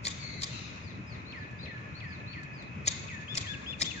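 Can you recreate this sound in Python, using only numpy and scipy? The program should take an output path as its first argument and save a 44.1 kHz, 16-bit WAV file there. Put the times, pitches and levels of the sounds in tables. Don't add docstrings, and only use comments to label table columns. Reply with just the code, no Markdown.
import sys
import numpy as np
from scipy import signal
from scipy.fft import rfft, irfft
from scipy.io import wavfile
from scipy.ndimage import uniform_filter1d

SR = 44100
rng = np.random.default_rng(int(sys.argv[2]) if len(sys.argv) > 2 else 0)


def master_out(mix):
    frames = np.transpose(np.atleast_2d(mix))
    ceiling = np.clip(frames, -1, 1)
    pcm = np.round(ceiling * 32767).astype(np.int16)
    wavfile.write(sys.argv[1], SR, pcm)


N = 176400
T = np.arange(N) / SR
BIN_HZ = np.fft.rfftfreq(N, 1 / SR)


def from_db(db):
    return 10 ** (np.asarray(db) / 20)


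def unit_rms(x):
    return x / np.sqrt(np.mean(x ** 2) + 1e-20)


def at_hz(curve, hz):
    freq_hz, value = np.transpose(curve)
    return np.interp(np.log(np.maximum(hz, 1)), np.log(freq_hz), value)


def eq(x, curve):
    return irfft(rfft(x) * from_db(at_hz(curve, BIN_HZ)), N)


def low_pass(x, hz, order):
    return signal.sosfilt(signal.butter(order, hz, fs=SR, output="sos"), x)


def pan(db):
    return from_db(np.array([[db], [-db]]) / 2)


def drift(rate_hz):
    pole = np.exp(-2 * np.pi * rate_hz / SR)
    smooth = signal.lfilter([1], [1, -2 * pole, pole * pole], rng.standard_normal(N + SR))
    return unit_rms(smooth[SR:])


def add(out, start_s, x):
    i = max(int(start_s * SR), 0)
    out[i:i + len(x)] += x[:max(N - i, 0)]


# freq_hz, left_right_correlation
BED_IMAGE = [(130, 0.92), (250, 0.72), (500, 0.5), (1000, -0.69), (2000, 0.074)]


def noise_bed(spectrum):
    correlation = at_hz(BED_IMAGE, BIN_HZ)
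    mid, side = rfft(rng.standard_normal((2, N)))
    stereo = np.sqrt(1 + correlation) * mid + np.sqrt(1 - correlation) * side * [[1], [-1]]
    return unit_rms(eq(irfft(stereo, N), spectrum))


# freq_hz, gain_db
TRAFFIC_EQ = [(12, -55.5), (26, -30), (41, -21.5), (77, -1.5), (129, 1), (201, -5.5), (261, -10),
              (303, -11), (362, -15.5), (546, -19), (602, -16), (675, -20.5), (952, -24), (1000, -27.5),
              (1300, -45.5), (2200, -120)]


def traffic(level_db=-43.5, swell_db=2.5, swell_hz=14.2):
    spectrum, octave = rfft(noise_bed(TRAFFIC_EQ)), np.log2(BIN_HZ + 1)
    out = 0
    for centre in range(4, 11):
        band = irfft(spectrum * np.maximum(1 - abs(octave - centre), 0), N)
        out += band * from_db(swell_db * drift(swell_hz))
    return from_db(level_db) * pan(db=2) * unit_rms(out)


# freq_hz, gain_db
AIR_EQ = [(700, -16.5), (1000, 1.5), (1600, -3), (2400, 0.5), (3100, -13), (4300, -23.5), (5500, -22),
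          (7000, -22.5), (8000, -48), (10000, -53), (15000, -50)]
# time_s, level_db
AIR_FADER = [(1, -51), (2.5, -50.5)]


def garden_air(waver_db=1.1):
    level_db = np.interp(T, *np.transpose(AIR_FADER)) + waver_db * drift(rate_hz=2.8)
    return from_db(level_db) * pan(db=1) * noise_bed(AIR_EQ)


# time_s, level_db
WHISTLE_FADER = [(1.7, -57.5), (2.2, -53), (3.3, -51.5), (4, -56.5)]


def far_whistle(pitch_hz=2528, width_hz=62):
    phase = 2 * np.pi * pitch_hz * T
    band = [drift(width_hz) * np.sin(phase) + drift(width_hz) * np.cos(phase) for _ in range(2)]
    return from_db(np.interp(T, *np.transpose(WHISTLE_FADER))) * np.array(band)


def reflections(start_s, decay_s):
    t = T[:SR]
    clump = rng.standard_normal((2, SR)) * (t > start_s) * np.exp(-abs(t - start_s) / decay_s)
    return clump / np.sqrt((clump ** 2).sum(1, keepdims=True))


def nearby(x, lag_ms, scatter_db, scatter_s):
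    direct = np.array([x, np.interp(T - lag_ms / 1000, T, x)])
    scatter = signal.fftconvolve(x[None], reflections(0, scatter_s), axes=1)[:, :N]
    return direct + from_db(scatter_db) * scatter


# freq_hz, t60_s
YARD_DECAY = [(1000, 1.1), (4000, 1), (6500, 1.06), (9000, 0.09)]


def yard(x, wall_db, tail_db, top_hz=7560, build_s=0.024, clump_db=5):
    t, tail, edges_hz = T[:SR], 0, np.geomspace(700, 16000, 9)
    for low, high in zip(edges_hz, edges_hz[1:]):
        band_pass = signal.butter(2, [low, high], "band", fs=SR, output="sos")
        band = signal.sosfilt(band_pass, rng.standard_normal((2, SR)))
        tail += band * from_db(-60 * t / at_hz(YARD_DECAY, np.sqrt(low * high)))
    tail *= from_db(clump_db * drift(rate_hz=35)[:SR])
    fade_in = 1 - np.exp(-(t / build_s) ** 2)
    tail = unit_rms(low_pass(tail, top_hz, order=12) * fade_in) / np.sqrt(SR)
    slap = low_pass(reflections(start_s=0.033, decay_s=0.013), top_hz, order=10)
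    response = from_db(wall_db) * slap + from_db(tail_db) * tail
    return signal.fftconvolve(x[None], response, axes=1)[:, :N]


def bird_voice(pitch_hz, harmonics_db, rough):
    shake = unit_rms(uniform_filter1d(rng.standard_normal(len(pitch_hz)), size=60))
    phase = 2 * np.pi * np.cumsum(pitch_hz * (1 + rough * shake)) / SR
    return np.sqrt(2) * sum(from_db(db) * np.sin(k * phase) for k, db in enumerate(harmonics_db, 1))


def phrase(cues, contour, harmonics_db, rough):
    out = np.zeros(N)
    position, pitch_hz, gain_db = np.transpose(contour)
    for start_s, length_s, ratio, level_db in cues:
        progress = np.linspace(0, 1, int(length_s * SR))
        envelope = from_db(level_db + np.interp(progress, position, gain_db))
        envelope *= signal.windows.tukey(len(progress), 0.08)
        glide_hz = ratio * np.interp(progress, position, pitch_hz)
        add(out, start_s, envelope * bird_voice(glide_hz, harmonics_db, rough))
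    return out


# length_fraction, pitch_hz, gain_db
FALL_CONTOUR = [(0, 2500, -9), (.2, 2660, -4.5), (.52, 2290, 0), (.8, 2042, 3.5), (0.999, 1730, -6.5)]
RISE_CONTOUR = [(0, 3600, -6.5), (.25, 4080, 3.5), (.6, 4280, -1.5), (1, 4346, 4.5)]
# start_s, length_s, pitch_ratio, level_db
FALL_CUES = [(.828, 0.097, 0.95, -60), (1.064, .103, 0.98, -60.5), (1.365, 0.082, .96, -66),
             (1.578, 0.11, 0.94, -61), (2.075, 0.095, 0.97, -62), (2.53, 0.11, 0.96, -62)]
RISE_CUES = [(1.25, 0.068, 1, -58), (1.588, 0.057, 0.97, -54.5), (1.94, 0.059, 1.03, -57),
             (2.26, 0.081, 1.025, -57.5)]
FALL_TIMBRE = [3.7, 0.96, -14]


def thin_notes():
    calls = phrase(FALL_CUES, FALL_CONTOUR, FALL_TIMBRE, rough=0.018)
    calls += phrase(RISE_CUES, RISE_CONTOUR, harmonics_db=[0], rough=0.008)
    early = nearby(calls, lag_ms=-0.626, scatter_db=-3, scatter_s=0.011)
    return pan(db=6) * (early + yard(calls, wall_db=-8.5, tail_db=-9))


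# length_fraction, pitch_hz, gain_db
CRY_CONTOUR = [(0, 2450, -9.5), (0.252, 2237, -0.5), (.5, 2176, -2.5), (1, 2043, -9.5)]
# start_s, length_s, pitch_ratio, level_db
CRY_CUES = [(.175, 0.26, 0.98, -51.5)]
SQUALL_CUES = [(.48, 0.23, .6, -54)]
CRY_TIMBRE = [-0.88, 0.74, -11]
SQUALL_TIMBRE = [-9.5, 0, 0.5, -6.5, -5.5]


def hoarse_cries():
    calls = phrase(CRY_CUES, CRY_CONTOUR, CRY_TIMBRE, rough=0.036)
    calls += phrase(SQUALL_CUES, CRY_CONTOUR, SQUALL_TIMBRE, rough=0.07)
    early = nearby(calls, lag_ms=0.33, scatter_db=4.5, scatter_s=0.0098)
    return pan(db=3.5) * (early + yard(calls, wall_db=-23, tail_db=-3))


# start_s, length_s, final_pitch_hz, level_db
SLIDE_CUES = [(1.32, .18, 1698, -46.5), (1.653, 0.19, 1695, -46.5), (2, .175, 1700, -46.5),
              (2.329, .17, 1688, -47), (3.081, 0.185, 1716, -46), (3.42, 0.17, 1630, -46),
              (3.923, 0.14, 1520, -47.5)]
SLIDE_TIMBRE = [0, -40]


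def sliding_whistles(flick_hz=5050, flick_s=0.0021, sink_hz=1297, sink_s=0.024):
    attack_s, release_s = 0.005, 0.095
    calls = np.zeros(N)
    for start_s, length_s, final_hz, level_db in SLIDE_CUES:
        t = T[:int(length_s * SR)]
        pitch_hz = final_hz + sink_hz * np.exp(-t / sink_s) + flick_hz * np.exp(-t / flick_s)
        envelope = np.minimum(t / attack_s, 1) * np.minimum((length_s - t) / release_s, 1)
        tone = 0.95 * bird_voice(pitch_hz, SLIDE_TIMBRE, rough=0.006)
        add(calls, start_s, from_db(level_db) * envelope * tone)
    early = nearby(calls, lag_ms=0.42, scatter_db=-2, scatter_s=0.014)
    return pan(db=-1) * (early + yard(calls, wall_db=-10, tail_db=-9))


# length_fraction, pitch_hz, gain_db
CHIRP_CONTOUR = [(0, 1231, -4), (0.09, 1625, -1.5), (.4, 1739, 4.5), (.63, 1766, 4), (0.73, 1720, -2),
                 (.81, 1454, -0.5), (1, 1199, 0)]
# start_s, length_s, pitch_ratio, level_db
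CHIRP_CUES = [(3.277, 0.089, 1.0, -45), (3.466, 0.091, .995, -44.5), (3.659, .088, 0.995, -43),
              (3.84, 0.084, 1.003, -41.5)]
CHIRP_TIMBRE = [-30, 0, -22, -28]


def arched_chirps():
    calls = phrase(CHIRP_CUES, CHIRP_CONTOUR, CHIRP_TIMBRE, rough=0.011)
    early = nearby(calls, lag_ms=-0.43, scatter_db=-13, scatter_s=0.005)
    return pan(db=7.5) * (early + yard(calls, wall_db=-15, tail_db=-20))


# start_s, level_db
TWIG_CUES = [(1.512, -58.5), (2.432, -47.5), (2.623, -53)]


def twig_ticks(decay_s=0.0059):
    out, t = np.zeros(N), T[:SR // 20]
    for start_s, level_db in TWIG_CUES:
        add(out, start_s, from_db(level_db) * np.exp(-t / decay_s) * rng.standard_normal(len(t)))
    return eq(out, CRACK_EQ)


# start_s, push_db, ping_hz, ping_db
BLADE_CONTACTS = [(0.0513, -7, 4200, -28), (0.059, -15, 4680, -29), (0.0695, -1, 3600, -29.5),
                  (.080, -5.5, 6900, -29.5), (.420, -9, 4320, -30), (.434, -2.5, 3604, -35),
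                  (0.441, -8, 4960, -29), (2.86, -29, 4320, -36), (2.8756, 3, 5010, -24.5),
                  (2.8786, -3, 6640, -13.5), (2.885, -3.5, 3630, -38), (3.353, -8.5, 5640, -32.5),
                  (3.374, -2, 5063, -23.5), (3.379, -1, 3420, -32), (3.799, -19, 6500, -42),
                  (3.81, -5, 1850, -32), (3.817, -3.5, 5250, -20.5), (3.821, 3, 3530, -27),
                  (3.828, -6.5, 5040, -26)]


def blade_grind(gain_db=-14.5, push_s=0.0014, grind_db=-10.5, grind_s=0.0065):
    power, t = np.zeros(N), np.arange(-SR // 20, SR // 20) / SR
    push = (t >= 0) * np.exp(-2 * abs(t) / push_s)
    grind = from_db(2 * grind_db) * np.exp(-2 * abs(t) / grind_s)
    for start_s, push_db, _, _ in BLADE_CONTACTS:
        add(power, start_s + t[0], (push + grind) * from_db(2 * push_db))
    return from_db(gain_db) * np.sqrt(power) * rng.standard_normal(N)


def blade_pings(swell_s=0.0015):
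    out, t = np.zeros(N), T[:SR // 20]
    for start_s, _, ping_hz, ping_db in BLADE_CONTACTS:
        envelope = from_db(ping_db) * t / swell_s * np.exp(1 - t / swell_s)
        add(out, start_s, envelope * np.sin(2 * np.pi * (ping_hz * t + rng.random())))
    return out


# freq_hz, gain_db
CRACK_EQ = [(350, -54), (750, -31), (1300, -18.5), (2200, -13.5), (4600, 4.5), (5700, -3), (7200, 0.5),
            (8100, -11.5), (10000, -22), (12000, -50), (14000, -53), (15400, -21)]
# pitch_hz, gain_db, t60_s
BLADE_MODES = [(1107, -31, 0.17), (2125, -9, 0.0085), (3610, -8.5, 0.011), (5180, -9.5, 0.009)]


def shears(crack_db=-3.5, ring_db=-19):
    out = from_db(crack_db) * eq(blade_grind(), CRACK_EQ)
    for pitch_hz, gain_db, t60_s in BLADE_MODES:
        radius, angle = from_db(-60 / (t60_s * SR)), 2 * np.pi * pitch_hz / SR
        feedback = [1, -2 * radius * np.cos(angle), radius * radius]
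        ring = signal.lfilter([0, np.sin(angle)], feedback, blade_grind() + 1e-18)
        out += from_db(gain_db + ring_db) * ring
    return out


# freq_hz, gain_db
ECHO_EQ = [(2800, 1.5), (4200, 0.5), (5150, -7.5), (5900, 1.5), (6800, 2.5)]


def snips(paths=6, ping_send_db=-15):
    sends = [eq(shears() + from_db(ping_send_db) * blade_pings(), ECHO_EQ) for _ in range(paths)]
    echoes = sum(yard(send, wall_db=-8.5, tail_db=-11) for send in sends) / np.sqrt(paths)
    early = nearby(shears() + twig_ticks(), lag_ms=0.318, scatter_db=0.5, scatter_s=0.0026)
    early += nearby(blade_pings(), lag_ms=0.04, scatter_db=-12, scatter_s=0.003)
    return pan(db=2.5) * (early + echoes)


def scene():
    foreground = snips()
    birds = low_pass(arched_chirps() + sliding_whistles() + thin_notes() + hoarse_cries(), 6930, order=8)
    return foreground + birds + garden_air() + far_whistle() + traffic()


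# freq_hz, gain_db
LEFT_MIC_EQ = [(8500, 0), (12000, -16.5)]


def record(dry, cutoff_hz=15800):
    heard = np.array([eq(dry[0], LEFT_MIC_EQ), dry[1]])
    return signal.sosfiltfilt(signal.ellip(10, 0.1, 70, cutoff_hz, fs=SR, output="sos"), heard)


dry = scene()
out = record(dry)
master_out(out)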